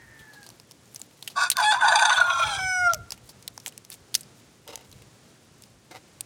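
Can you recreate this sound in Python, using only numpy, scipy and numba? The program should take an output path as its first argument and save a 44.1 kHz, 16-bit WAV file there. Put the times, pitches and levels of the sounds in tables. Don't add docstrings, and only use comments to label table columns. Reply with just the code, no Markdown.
import sys
import numpy as np
from scipy import signal
from scipy.fft import rfft, irfft
from scipy.io import wavfile
from scipy.ndimage import uniform_filter1d
from numba import njit

SR = 44100
rng = np.random.default_rng(int(sys.argv[2]) if len(sys.argv) > 2 else 0)


def log_audio(samples):
    frames = np.atleast_2d(samples).T
    limited = np.clip(frames, -1, 1)
    pcm = np.round(limited * 32767).astype(np.int16)
    wavfile.write(sys.argv[1], SR, pcm)


N = 275625
TIME = np.arange(N) / SR

# time in seconds, share sunk from 0 to 1.
SINK = [(1.35, 0), (2.05, 0), (2.2, .35), (2.36, .88), (2.6, 1)]


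def from_db(db):
    return 10 ** (np.asarray(db) / 20)


def rms_one(x):
    return x / np.sqrt(np.mean(x ** 2) + 1e-20)


def evened(x):
    return x / np.sqrt(uniform_filter1d(x ** 2, size=6000) + 1e-20)


def in_time(rows):
    s, *columns = np.transpose(rows)
    return [np.interp(TIME, s, c) for c in columns]


def at_hz(points, hz):
    points = np.array(points)
    return np.interp(np.log(hz), np.log(points[:, 0]), points[:, 1])


def span(start_s, end_s, fade_s):
    rising, falling = TIME - start_s + fade_s, end_s + fade_s - TIME
    return np.clip(np.minimum(rising, falling) / fade_s / 2, 0, 1)


def sounding(rows, fade_s):
    return span(rows[0][0], rows[-1][0], fade_s)


def swells(rows):
    return sum(from_db(db) * np.exp(-((TIME - s) / half_s) ** 2) for s, db, half_s in rows)


def drift(rate):
    r = np.exp(-2 * np.pi * rate / SR)
    wander = signal.lfilter([1], [1, -2 * r, r * r], rng.standard_normal(N + SR))
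    return rms_one(wander[SR:])


def turning(hz, waver, rate):
    return 2 * np.pi * np.cumsum(hz * (1 + waver * drift(rate))) / SR


def coloured(spectrum):
    hz = np.fft.rfftfreq(N, 1 / SR) + 1
    return rms_one(irfft(rfft(rng.standard_normal(N)) * from_db(at_hz(spectrum, hz)), N))


@njit
def resonate(x, angle, r):
    y = np.zeros(len(x))
    for i in range(2, len(x)):
        y[i] = (1 - r * r) / 2 * (x[i] - x[i - 2]) + 2 * r * np.cos(angle[i]) * y[i - 1] - r * r * y[i - 2]
    return y


def mode(x, hz, width_hz):
    angle = 2 * np.pi * hz / SR + 0 * x
    return resonate(x + 1e-18, angle, np.exp(-np.pi * width_hz / SR))


def grains(per_s, spread_db):
    born = rng.random(N) < per_s * from_db(5 * drift(25)) / SR
    size = from_db(spread_db * np.minimum(rng.exponential(1, N), 4))
    return born * size * rng.choice([-1, 1], N)


def yard_echo(x, t60, cut_hz):
    age = np.arange(SR // 2) / SR
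    tail = rng.standard_normal(len(age)) * from_db(-60 * age / t60) * (age > .012)
    tail = signal.sosfilt(signal.butter(2, cut_hz, fs=SR, output="sos"), tail)
    return signal.fftconvolve(x, tail / np.sqrt(np.sum(tail ** 2)))[:N]


def yard():
    # frequency in Hz, relative level in dB per Hz.
    hush_colour = [(35, -44), (60, -28.5), (113, 2), (200, -2.5), (450, -7.5), (900, -14.5), (1400, -15.5),
                   (2800, -19), (6800, -20), (10500, -26.5), (12000, -40), (15300, -33), (16000, -55.5)]
    level_db, swell_db = -55.5, 1.0
    return from_db(level_db + swell_db * drift(2.7)) * coloured(hush_colour)


def wind():
    # frequency in Hz, relative level in dB per Hz.
    wind_colour = [(12, -47), (20, -20.5), (53, 3), (97, 4), (128, 2), (220, -17.5), (258, -26), (296, -32),
                   (500, -14), (650, -64), (1100, -120)]
    # middle in seconds, peak level in dB, seconds from the middle to 1/e of the peak.
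    gust_rows = [(.215, -41.5, 0.013), (1.36, -60, 0.016), (1.78, -48.5, 0.018), (2.2, -50, 0.026),
                 (2.28, -51.5, .02), (2.48, -43.5, 0.093), (2.62, -42.5, 0.065), (2.83, -45.5, .04),
                 (2.98, -42, 0.053), (3.2, -59, .15), (4.7, -61, .06), (4.93, -49, 0.036),
                 (5.01, -57, 0.021)]
    breeze_db, swing_db = -66, 3.5
    blowing = from_db(breeze_db + swing_db * drift(3.5)) + swells(gust_rows)
    return blowing * from_db(1.7 * drift(13.7)) * coloured(wind_colour)


def far_rooster():
    # time in seconds, 2nd partial in Hz, its level in dB, 1st partial level in dB.
    far_rows = [(0, 1850, -53, -70), (.05, 1835, -59, -70), (.09, 1815, -55, -70), (.2, 1775, -53.5, -67),
                (.3, 1715, -53.5, -71), (.4, 1640, -55, -64), (.44, 1610, -57, -68), (.46, 1595, -66, -74)]
    hoarseness, clears_s = 0.91, 0.27
    hz, second_db, first_db = in_time(far_rows)
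    phase = turning(hz / 2, .005, 60)
    second = from_db(second_db + 1.1 * drift(54)) * np.sin(2 * phase)
    first = from_db(first_db + 2 * drift(15)) * np.sin(phase)
    roughness = 1 + hoarseness * np.exp(-TIME / clears_s) * drift(330)
    voice = np.sqrt(2) * (second + first) * roughness * sounding(far_rows, .02)
    return voice + from_db(-11) * yard_echo(voice, t60=0.4, cut_hz=4600)


def crackle():
    # middle in seconds, peak level in dB, seconds from the middle to 1/e of the peak.
    burst_rows = [(.4, -68, 0.39), (.98, -58, 0.057), (1.25, -57, 0.07), (2.96, -60, .03),
                  (3.13, -54, 0.017), (3.29, -56, 0.032), (3.55, -67, .12), (3.675, -43.5, 0.018),
                  (3.93, -46, .02), (4.17, -51, 0.033), (4.4, -62.5, 0.02), (4.9, -67, .08),
                  (5.63, -67, 0.026)]
    trickle_db = -71
    clicks, dealt = grains(900, 1.4), rng.integers(0, 10, N)
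    rings = 0
    for k, hz in enumerate(np.geomspace(2500, 12000, num=10)):
        rings = rings + mode(clicks * (dealt == k), hz, 0.75 * hz)
    return (from_db(trickle_db) + swells(burst_rows)) * rms_one(rings)


def snaps():
    # start in seconds, crack peak in dB, centre in Hz, burst t60 in seconds (3 ms at least),
    # peak of the dull knock in dB over the crack.
    snap_rows = [(0.191, -42, 3400, 0.19, -29), (0.334, -39.5, 4140, 0.15, -7),
                 (0.43, -36, 4440, 0.015, -22), (0.4407, -39, 4600, 0.061, -31),
                 (0.4643, -35, 4500, 0.042, -8), (0.49, -30, 6000, 0.0083, -11),
                 (0.5022, -35.5, 4550, 0.017, -12), (0.599, -32, 5070, 0.015, -15),
                 (0.7113, -31.5, 5360, 0.011, -15), (0.7183, -33.5, 5340, 0.012, -30),
                 (0.8568, -44, 6550, 0.02, -20), (0.9465, -24, 9600, 0.0074, -21),
                 (0.9602, -22, 6060, 0.026, -27), (0.995, -32, 8520, 0.0099, -34),
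                 (0.9997, -33.5, 8600, 0.025, -17), (1.0162, -22.5, 6700, 0.0086, -20),
                 (1.1114, -42.5, 3470, 0.059, -14), (1.226, -25.5, 4230, 0.017, -16),
                 (1.2761, -18.5, 3070, 0.034, -26), (1.3, -36, 4300, 0.11, -11),
                 (1.3178, -37.5, 2580, 0.032, -23), (1.501, -3.5, 8540, 0.019, -53),
                 (1.5152, -10, 3930, 0.046, -32), (1.5693, -7.5, 4700, 0.0082, -44),
                 (1.5844, -15.5, 4690, 0.0065, -35), (1.6025, -20, 4500, 0.032, -23),
                 (2.935, -12.5, 5860, 0.01, -16), (2.9446, -13.5, 5630, 0.015, -35),
                 (3.106, -19.5, 5070, 0.0087, -49), (3.1207, -17, 4950, 0.026, -17.5),
                 (3.1377, -41, 2810, 0.041, -11), (3.177, -39, 2730, 0.037, -9),
                 (3.2916, -34, 5160, 0.07, -11), (3.4253, -39, 5560, 0.024, -18),
                 (3.478, -16, 4230, 0.014, -31), (3.5775, -23, 5300, 0.0092, -6.5),
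                 (3.6, -35, 5770, 0.024, -25), (3.662, -14.5, 3030, 0.0081, -22.5),
                 (3.6706, -25, 7700, 0.025, -10.5), (3.6793, -19.5, 7400, 0.013, -23),
                 (3.7233, -39.5, 2870, 0.02, -20), (3.7776, -22.5, 8240, 0.0086, -44),
                 (3.8494, -34, 5760, 0.014, -19), (3.902, -22.5, 10800, 0.0037, -28),
                 (3.9178, -30, 4400, 0.017, -17), (3.94, -36, 8540, 0.06, -18),
                 (4.143, -13, 4700, 0.02, -42), (4.151, -2, 5200, 0.026, -37),
                 (4.2087, -26, 8700, 0.033, -41), (4.232, -36.5, 5020, 0.028, -25),
                 (4.6774, -27.5, 2950, 0.0078, -30), (4.732, -53, 4290, 0.026, -4),
                 (4.7568, -18.5, 6000, 0.0096, -23), (4.775, -38, 7070, 0.022, -12),
                 (4.809, -43.5, 2770, 0.02, -2.5), (4.9147, -38, 5670, 0.015, -29),
                 (4.927, -36, 3900, 0.019, -34), (5.021, -39, 2770, 0.022, -14.5),
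                 (5.622, -34, 7900, 0.0085, -27), (5.637, -36, 4960, 0.014, -32),
                 (5.9105, -48, 3700, 0.028, -15), (6.2081, -16, 8440, 0.013, -25.5)]
    out, age = np.zeros(N + 4000), np.arange(4000) / SR
    noises = rng.standard_normal((len(snap_rows), 4000))
    broad_band = signal.butter(2, [1900, 13000], "band", fs=SR, output="sos")
    attack = np.minimum(age / .0001, 1) * (1 + 0.5 * np.exp(-age / 0.00077))
    for (s, peak_db, hz, t60, knock_db), noise in zip(snap_rows, noises):
        burst = noise * from_db(-60 * age / max(t60, .003)) * attack
        crack = mode(burst, hz, 0.17 * hz) + 0.21 * signal.sosfilt(broad_band, burst)
        knock = mode(mode(burst, 700, 800), 800, 750)
        snap = crack / abs(crack).max() + from_db(knock_db) * knock / abs(knock).max()
        at = int(s * SR)
        out[at:at + 4000] += from_db(peak_db) * snap
    return out[:N]


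def windpipe(source, modes):
    sink, = in_time(SINK)
    out, flutter = 0, drift(37)
    for k, (up_hz, down_hz, width_hz, up_db, down_db) in enumerate(modes):
        hz = up_hz + sink * (down_hz - up_hz)
        twice = evened(mode(mode(source, hz, width_hz), hz, 3.0 * width_hz))
        caught_db = 3.37 * np.roll(flutter, k * SR // 3)
        level_db = up_db + sink * (down_db - up_db) + caught_db
        out = out + (-1) ** k * from_db(level_db) * twice
    return evened(out)


def lower_side():
    # start in seconds, end in seconds, start in Hz, end in Hz, level in dB before throb and flutter.
    hoarse_rows = [(1.361, 1.455, 1130, 1135, -30.5), (1.572, 1.605, 1110, 990, -27),
                   (1.745, 1.808, 970, 1070, -30.5), (2.27, 2.425, 1110, 1062, -31.5)]
    rest_hz, glide_s, fade_s = 860, .03, 0.0051
    hz, hoarse = rest_hz, 0
    for start_s, end_s, start_hz, end_hz, db in hoarse_rows:
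        glide_hz = np.interp(TIME, [start_s, end_s], [start_hz, end_hz])
        hz = hz + span(start_s - glide_s, end_s + glide_s, glide_s) * (glide_hz - rest_hz)
        hoarse = hoarse + from_db(db) * span(start_s, end_s, fade_s)
    return turning(hz, 0.02514, 60.9), hoarse


def throbs():
    # start in seconds, peak in dB over the lull before each layer takes its share.
    throb_rows = [(1.807, 1.5), (1.838, 3.5), (1.879, 7), (1.915, 4), (1.953, 10.5), (1.987, 8.5),
                  (2.02, 6.5), (2.036, -10.5), (2.048, 13), (2.092, 8.5), (2.124, 6.5), (2.168, 9.5),
                  (2.2, 7.5), (2.255, -0.5), (2.299, 4), (2.33, 4), (2.372, 2.5), (2.392, 2.5), (2.435, -1)]
    push_db = np.zeros(N)
    for s, db in throb_rows:
        age = np.maximum(TIME - s, 0) / 0.0061
        push_db += db * age * np.exp(1 - age)
    return push_db


def upper_whistle(upper, push_db):
    # start in seconds, end in seconds, dB over the rasp's level curve before throb and flutter.
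    whistle_rows = [(1.415, 1.485, -0.5), (1.834, 1.866, -12), (1.92, 2.174, -9), (2.181, 2.446, 2)]
    level = sum(from_db(db) * span(start_s, end_s, .008) for start_s, end_s, db in whistle_rows)
    return level * from_db(0.72 * push_db + 3.0 * drift(57)) * np.sqrt(2) * np.sin(upper)


def rasp():
    # time in seconds, level in dB, treble in dB, before throbs and layer trims.
    rasp_tables = [
        [(1.355, -44.5, -52), (1.365, -27.5, -33), (1.41, -20.5, -24.5), (1.44, -24, -22), (1.49, -41.5, -41)],
        [(1.555, -38.5, -47.5), (1.59, -22.5, -27), (1.64, -21.5, -18.5), (1.7, -42.5, -45),
         (1.72, -20.5, -19.5), (1.75, -21, -25.5), (1.785, -36.5, -38), (1.81, -25.5, -38.5)],
        [(1.81, -18, -30), (1.94, -18, -24.5), (1.984, -26, -32), (2.0, -20.5, -26), (2.2, -22, -31),
         (2.35, -27.5, -30), (2.44, -24, -23), (2.46, -27, -25.5), (2.59, -34.5, -31), (2.66, -57, -48)],
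        [(2.88, -51, -64), (2.9, -44, -41), (2.94, -54, -44)],
    ]
    # time in seconds, pitch in Hz before the waver.
    upper_pitch = [(1.4, 1457), (1.82, 1423), (1.86, 1450), (1.92, 1538), (2.03, 1511), (2.06, 1436),
                   (2.19, 1500), (2.235, 1415), (2.45, 1367)]
    # Hz neck up, Hz neck down, width in Hz of the first pass,
    # relative dB neck up, relative dB neck down.
    low_modes = [(700, 643, 54, -5.5, -6.5), (947, 860, 280, 0, -9), (1090, 1060, 310, 2.5, -3)]
    main_modes = [(1512, 1321, 68, 8, -1), (1722, 1475, 71, -3, -7.5)]
    high_modes = [(2500, 2345, 230, -4.5, -3), (3560, 3260, 110, 0.5, 0.2), (3590, 3860, 370, -6, -5.5),
                  (4690, 3800, 100, -5, -14.5), (5300, 5000, 210, -36.5, -10.5),
                  (6235, 5970, 160, -9, -5.5), (7070, 6640, 360, -14, -24.5), (7600, 7540, 260, -24.5, -19),
                  (8370, 8470, 470, -15.5, -16.5), (9230, 9600, 690, -12, -19.5),
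                  (10610, 3400, 620, -31.5, -24), (12800, 11000, 710, -26.5, -21),
                  (12950, 9300, 680, -29.5, -43), (14720, 16000, 1210, -38.5, -27.5)]
    broad_levels = [-4, -12, -15, -2.5]
    lows_up_db, lows_down_db = -1.5, -3.5
    breath_share = .9

    sink, = in_time(SINK)
    lower, hoarse = lower_side()
    upper = turning(in_time(upper_pitch)[0], 0.01499, 62.4)
    pulses = np.exp(7.0 * np.cos(lower) + 2.8 * np.cos(upper))
    puffs = np.diff(pulses, n=2, prepend=[0, 0]) * from_db(1.2 * drift(230))
    breath = rng.standard_normal(N) * np.exp(1.9 * np.cos(lower))
    source = rms_one(puffs * (TIME > .1)) + breath_share * rms_one(breath)

    push_db = throbs()
    low, main, high = [windpipe(source, modes) for modes in (low_modes, main_modes, high_modes)]
    broad = evened(mode(source, 4200, 2600))
    low_db = lows_up_db + sink * (lows_down_db - lows_up_db)
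    lows = from_db(0.56 * push_db - 5) * (main + from_db(low_db) * low)
    whistle = upper_whistle(upper, push_db)
    out = hoarse * from_db(0.28 * push_db + 4.0 * drift(50)) * np.sqrt(2) * np.sin(lower)
    for rows, broad_db in zip(rasp_tables, broad_levels):
        level_db, treble_db = in_time(rows)
        body = from_db(level_db) * (lows + whistle)
        treble = from_db(treble_db + 1.32 * push_db - 6) * (high + from_db(broad_db) * broad)
        out = out + sounding(rows, 0.00544) * (body + treble)
    return signal.sosfilt(signal.butter(6, 590, "high", fs=SR, output="sos"), out)


def sung(rows, tops, waver, warbles=False):
    warble_hz, low_point_s = 16.6, 1.97
    pitch_share, first_gain_db = .065, 2
    hz, first_db, second_db, upper_db = in_time(rows)
    dip = warbles * np.cos(2 * np.pi * warble_hz * (TIME - low_point_s))
    hz = hz * (1 - pitch_share * dip)
    first_db = first_db + first_gain_db * dip
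    on = sounding(rows, .006) > 0
    phase, flicker = turning(hz, waver, 39.37)[on], drift(19)
    hz = hz[on]
    voice = from_db(first_db[on]) * np.sin(phase) + from_db(second_db[on]) * np.sin(2 * phase + 1)
    for k in range(3, 22):
        flicker_db = 2.5 * np.roll(flicker, k * SR // 4)[on]
        top_db = at_hz(tops, k * hz) - 60 * (k * hz > 15500)
        voice += from_db(upper_db[on] + top_db + flicker_db) * np.sin(k * phase + k * k / 3)
    out = np.zeros(N)
    out[on] = np.sqrt(2) * voice
    return out * sounding(rows, 0.0026)


def near_rooster():
    # time in seconds, pitch in Hz before waver and warble, 1st partial in dB
    # before warble, 2nd partial in dB, upper partials in dB before their spectrum and flicker.
    notes = [
        [(1.61, 873, -25.5, -60, -42), (1.65, 832, -20.5, -30.5, -27.5), (1.69, 860, -18.5, -20, -26),
         (1.715, 861, -20.5, -29, -22), (1.75, 790, -27.5, -44, -48)],
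        [(1.82, 885.5, -22.5, -45, -34), (1.9, 880, -20.5, -39, -35), (1.93, 889, -52, -36, -55),
         (1.96, 885, -21, -40, -31), (2.1, 896.4, -24, -37, -30.5), (2.17, 871, -39, -37, -30.5)],
        [(2.44, 852, -32, -44, -44), (2.55, 812.4, -34, -38, -26.5), (2.59, 789, -50, -31.5, -41.5)],
        [(2.585, 760, -35, -32.5, -36), (2.715, 744, -36.5, -27.5, -32), (2.84, 716.8, -30, -23, -36.5),
         (2.875, 700, -27, -16.5, -34), (2.89, 687, -29, -20.5, -47), (2.905, 693.4, -39, -17, -53),
         (2.92, 676, -30, -28, -56), (2.97, 586, -47, -64, -70)],
    ]
    # frequency in Hz, relative level in dB.
    open_tops = [(2500, -11.5), (3000, -23), (3450, -0.5), (4200, -16.5), (5200, -22), (6000, -26.5),
                 (6900, -16.5), (7800, -19.5), (8600, -14.5), (10200, -26), (15500, -65.5)]
    closing_tops = [(2100, -4), (2280, 2.5), (2950, -15), (3700, -29.5), (4400, -32), (5100, -7),
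                    (5900, -6.5), (6600, -22), (7400, -23.5), (8200, -14), (9600, -27), (10800, -25.5),
                    (12500, -40), (15500, -34.5)]
    crow = rasp() + sung(notes[0], open_tops, .009)
    crow = crow + sung(notes[1], open_tops, 0.027, warbles=True)
    crow = crow + sung(notes[2], open_tops, 0.0179)
    crow = crow + sung(notes[3], closing_tops, .0015)
    return crow + from_db(-25) * yard_echo(crow, t60=.5, cut_hz=5900)


def drags():
    # time in seconds, level in dB.
    drag_rows = [
        [(4.66, -82), (4.674, -37), (4.678, -40.5), (4.708, -45), (4.764, -47), (4.86, -61)],
        [(5.9, -83), (5.912, -37.5), (5.94, -56), (5.952, -36), (6.02, -81)],
    ]
    # frequency in Hz, width in Hz, relative dB in the first drag, in the second.
    tray_modes = [(336, 21, -15, -0.5), (513, 137, 7, 2.5), (745, 38, -3.5, 3.5), (895, 16, -0.5, -6),
                  (1214, 520, -4, 0), (2030, 106, -7, -0.5), (2750, 320, -1, -26), (3700, 260, -7, -4.5),
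                  (4950, 74, -3, -25)]
    slips, out = grains(1500, 2.9), 0
    for k, rows in enumerate(drag_rows):
        tray = 0
        for hz, width_hz, *mode_db in tray_modes:
            tray = tray + from_db(mode_db[k]) * mode(slips, hz, width_hz) / np.sqrt(width_hz)
        tray = rms_one(tray) + 0.15 * rms_one(mode(slips, 1500, 2900))
        out = out + evened(tray) * sounding(rows, 0.0035) * from_db(in_time(rows)[0])
    return out


def scene():
    surroundings = yard() + wind() + far_rooster()
    eggs = crackle() + snaps() + drags()
    return (surroundings + eggs + near_rooster())[None]


def record(dry):
    low_cut_hz, top_cut_hz = 56, 16600
    thinned = signal.sosfilt(signal.butter(2, low_cut_hz, "high", fs=SR, output="sos"), dry)
    return signal.sosfilt(signal.ellip(10, .5, 60, top_cut_hz, fs=SR, output="sos"), thinned)


dry = scene()
out = record(dry)
log_audio(out)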